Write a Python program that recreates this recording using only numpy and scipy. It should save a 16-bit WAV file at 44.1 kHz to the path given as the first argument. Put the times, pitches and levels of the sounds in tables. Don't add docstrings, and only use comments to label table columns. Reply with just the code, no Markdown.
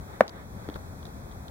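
import sys
import numpy as np
from scipy import signal
from scipy.fft import rfft, irfft
from scipy.io import wavfile

SR = 44100
rng = np.random.default_rng(int(sys.argv[2]) if len(sys.argv) > 2 else 0)


def transcribe(signal):
    frames = np.atleast_2d(signal).T
    limited = np.clip(frames, -1, 1)
    pcm = np.round(limited * 32767).astype(np.int16)
    wavfile.write(sys.argv[1], SR, pcm)


N = 66150
T = np.arange(N) / SR
HZ = np.maximum(np.arange(N // 2 + 1) * SR / N, 1)


def from_db(db):
    return 10 ** (np.asarray(db) / 20)


def at_hz(points, column=1):
    table = np.array(points)
    return np.interp(np.log(HZ), np.log(table[:, 0]), table[:, column])


def unit_rms(x):
    return x / np.sqrt(np.mean(x ** 2) + 1e-20)


def pan(db):
    return from_db(np.array([[db], [-db]]) / 2)


def drift(rate_hz):
    pole = np.exp(-2 * np.pi * rate_hz / SR)
    wander = signal.lfilter([1], [1, -2 * pole, pole * pole], rng.standard_normal(2 * N))
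    return unit_rms(wander[N:])


def diffuse(spectrum, grain=1):
    # f/Hz, left-right/dB, coherence, left lead/rad
    ports = [(80, 3, .9, -.2), (330, 2.5, .8, -.3), (650, 3.5, .45, -1.7), (1200, 0, .5, -2.5),
             (2400, -1.2, .45, -3), (4200, -.3, .48, -3.6), (8000, 0, .5, -3.1), (15000, 2.5, .55, -3.1)]
    balance_db, coherence, lead_rad = [at_hz(ports, k) for k in (1, 2, 3)]
    left, independent = rfft(rng.standard_normal((2, N)) * grain)
    right = (coherence * left + np.sqrt(1 - coherence ** 2) * independent) * np.exp(-1j * lead_rad)
    pair = np.array([left * from_db(balance_db / 2), right * from_db(-balance_db / 2)])
    return unit_rms(irfft(pair * from_db(at_hz(spectrum)), N))


def decay(start_s, t60_s):
    return (T >= start_s) * from_db(-60 * np.clip((T - start_s) / t60_s, 0, 4))


def ring(start_s, hz, t60_s):
    return np.sin(2 * np.pi * hz * (T - start_s)) * decay(start_s, t60_s)


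def swells(rows):
    return sum(from_db(db) * np.exp(-((T - peak_s) / width_s) ** 2) for peak_s, db, width_s in rows)


def ticks(rows, spectrum):
    return diffuse(spectrum) * sum(from_db(db) * decay(start_s, t60_s) for start_s, db, t60_s in rows)


def wind():
    # f/Hz, level/dB
    spectrum = [(15, -38), (35, -11.5), (60, 0.5), (88, 1), (125, -5), (185, -5), (250, -11.5), (350, -23),
                (700, -35), (2000, -55)]
    # t/s, level/dB
    gusts = [(0, 3), (.06, -3.5), (.11, 0.5), (.25, -5), (.4, 0.5), (.55, 2), (.76, -4), (.9, 2),
             (1.15, -1.5), (1.23, 0.5), (1.3, -2), (1.38, 2), (1.5, -2.5)]
    level_db = -42 + np.interp(T, *np.transpose(gusts)) + .7 * drift(rate_hz=6)
    return from_db(level_db) * diffuse(spectrum)


def leaves():
    # f/Hz, level/dB
    spectrum = [(100, -11.5), (300, -1), (650, -0.5), (1000, -3), (1500, -7.5), (2000, -13), (2550, -18),
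                (2850, -38.5), (3300, -18), (4300, -20), (5000, -29.5), (8000, -36)]
    return from_db(-48 + .4 * drift(rate_hz=6)) * diffuse(spectrum)


def hiss():
    # f/Hz, level/dB
    spectrum = [(2900, -35), (3400, -24), (4600, -2.5), (5000, -3.5), (5400, 0.5), (8000, -0.5),
                (13000, -1), (15500, 0.5)]
    return from_db(-56.5) * diffuse(spectrum)


def clothes():
    # t/s, level/dB, half-width/s
    swishes = [(.145, -47.5, 0.061), (.37, -44, 0.068), (.64, -52.5, 0.077), (.73, -51, .025)]
    # f/Hz, level/dB
    spectrum = [(150, -6), (400, 2), (700, 1.5), (1200, -2), (2100, -4), (2850, -24.5), (3600, -10.5),
                (5000, -35), (10000, -39)]
    return swells(swishes) * diffuse(spectrum)


def knock():
    # f/Hz, level/dB, t60/s, left-right/dB
    modes = [(203, -15.5, 0.044, 4), (511, 0.7, 0.019, 2), (658, 4.5, 0.012, 2), (1026, -6, 0.0091, 4),
             (1370, -3.5, 0.0083, 1), (1572, -9.5, 0.014, -4.5), (1767, -12.5, 0.018, -6.5),
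             (1850, -29, .014, -11), (2320, -19.5, 0.019, -1.5)]
    signs = [1, 1, -1, -1, 1, -1, -1, -1, 1]
    # f/Hz, level/dB
    crack_spectrum = [(2000, -4), (2900, -6), (3400, -5), (3900, 0), (5500, -2), (7000, -9), (10000, -11),
                      (12500, -7), (16000, -11)]
    # f/Hz, level/dB
    tail_spectrum = [(100, -18), (220, -9), (380, -7), (500, 1), (700, -1), (900, -6), (1300, -8),
                     (2100, -13), (2700, -28), (4000, -31), (6000, -44), (9000, -52)]
    strike_s, right_lag_s, body_db = .2076, .0001, -1
    arrivals_s = np.array([[strike_s], [strike_s + right_lag_s]])
    body = sum(sign * from_db(body_db + db) * pan(side_db) * ring(arrivals_s, hz, t60_s)
               for sign, (hz, db, t60_s, side_db) in zip(signs, modes))
    crack = from_db(-28) * decay(strike_s, t60_s=.016) * diffuse(crack_spectrum)
    tail = from_db(-27.5) * decay(strike_s, t60_s=.3) * diffuse(tail_spectrum)
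    return body + crack + tail


def rattle():
    # t/s, level/dB, t60/s
    contacts = [(.268, -46, .004), (.2799, -26.5, 0.0049), (.286, -39, .008), (.2937, -33.5, 0.012),
                (.2966, -39, .008)]
    # f/Hz, level/dB
    spectrum = [(1500, -9), (2900, -7), (3900, 6), (6000, -2), (8600, -14), (9800, -20), (13000, -15),
                (16000, -19)]
    return ticks(contacts, spectrum)


def step():
    # t/s, level/dB
    footfalls = [(0.6887, -21.5), (.699, -31.5), (.7578, -32.5)]
    # f/Hz, level/dB, t60/s
    modes = [(273, 4.5, 0.017), (406, -3, 0.0084), (1270, -16.5, 0.015)]
    # t/s, level/dB, half-width/s
    scuffs = [(.6892, -33, 0.0016), (.7, -43, 0.0034), (.7612, -34.5, 0.0066), (1.053, -42, 0.0031)]
    # f/Hz, level/dB
    spectrum = [(120, 3.5), (280, 2.5), (600, -6), (1200, -3), (2200, -13), (2900, -25), (3800, -16),
                (5000, -25), (7000, -33), (15000, -27)]
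    low_cut_hz, grains_per_s = 220, 4100
    thuds = sum(from_db(db + mode_db) * ring(start_s, hz, t60_s)
                for start_s, db in footfalls for hz, mode_db, t60_s in modes)
    thuds = signal.sosfilt(signal.butter(2, low_cut_hz, "high", fs=SR, output="sos"), thuds)
    grains = rng.random(N) < grains_per_s / SR
    return thuds * pan(db=2.5) + swells(scuffs) * diffuse(spectrum, grains)


def spare_darts():
    # t/s, level/dB, t60/s
    clicks = [(.6885, -43, 0.0086), (0.6984, -39.5, .014), (.7418, -37.5, 0.008), (.752, -46, 0.018),
              (1.0285, -43.5, 0.018), (1.053, -39, 0.029), (1.0653, -44.5, 0.03), (1.3133, -50, .018),
              (1.322, -46.5, .018), (1.4816, -38, .016)]
    # f/Hz, level/dB
    spectrum = [(1500, -14), (2800, -17), (3400, -6), (3900, 1), (4300, -3), (5100, -12), (6200, -12),
                (8000, -18), (15000, -21)]
    # f/Hz, level/dB, t60/s
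    modes = [(3350, 0, .014), (3650, -2, .014), (4300, -3, .013), (6100, -12, .008)]
    ring_db, spread_db, attack_s, port_spread_s = -2, 1, .0012, .0003
    sound = from_db(-6) * ticks(clicks, spectrum)
    for start_s, db, _ in clicks:
        attack = np.clip((T - start_s) / attack_s, 0, 1)
        for hz, mode_db, t60_s in modes:
            arrivals_s = start_s + port_spread_s * rng.random((2, 1))
            gain = from_db(ring_db + db + mode_db + spread_db * rng.standard_normal())
            sound += gain * attack * ring(arrivals_s, hz, t60_s)
    return sound


def scene():
    return wind() + leaves() + hiss() + clothes() + knock() + rattle() + step() + spare_darts()


def record(dry):
    threshold_db, duck_share, cutoff_hz = -14, .3, 15900
    attack_s, delay_s, recovery_db_per_s = .012, .012, 50
    peak_db = 20 * np.log10(np.abs(dry).max(axis=0) + 1e-9)
    over_db = np.maximum(peak_db - threshold_db, 0)
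    held_db = np.maximum.accumulate(over_db + recovery_db_per_s * T) - recovery_db_per_s * T
    delayed_db = np.interp(T - delay_s, T, held_db)
    pole = np.exp(-1 / (attack_s * SR))
    smoothed_db = signal.lfilter([1 - pole], [1, -pole], delayed_db)
    ducked = dry * from_db(-duck_share * smoothed_db)
    clipped = ducked / (1 + ducked ** 6) ** (1 / 6)
    return signal.sosfilt(signal.ellip(14, .1, 80, cutoff_hz, fs=SR, output="sos"), clipped)


dry = scene()
out = record(dry)
transcribe(out)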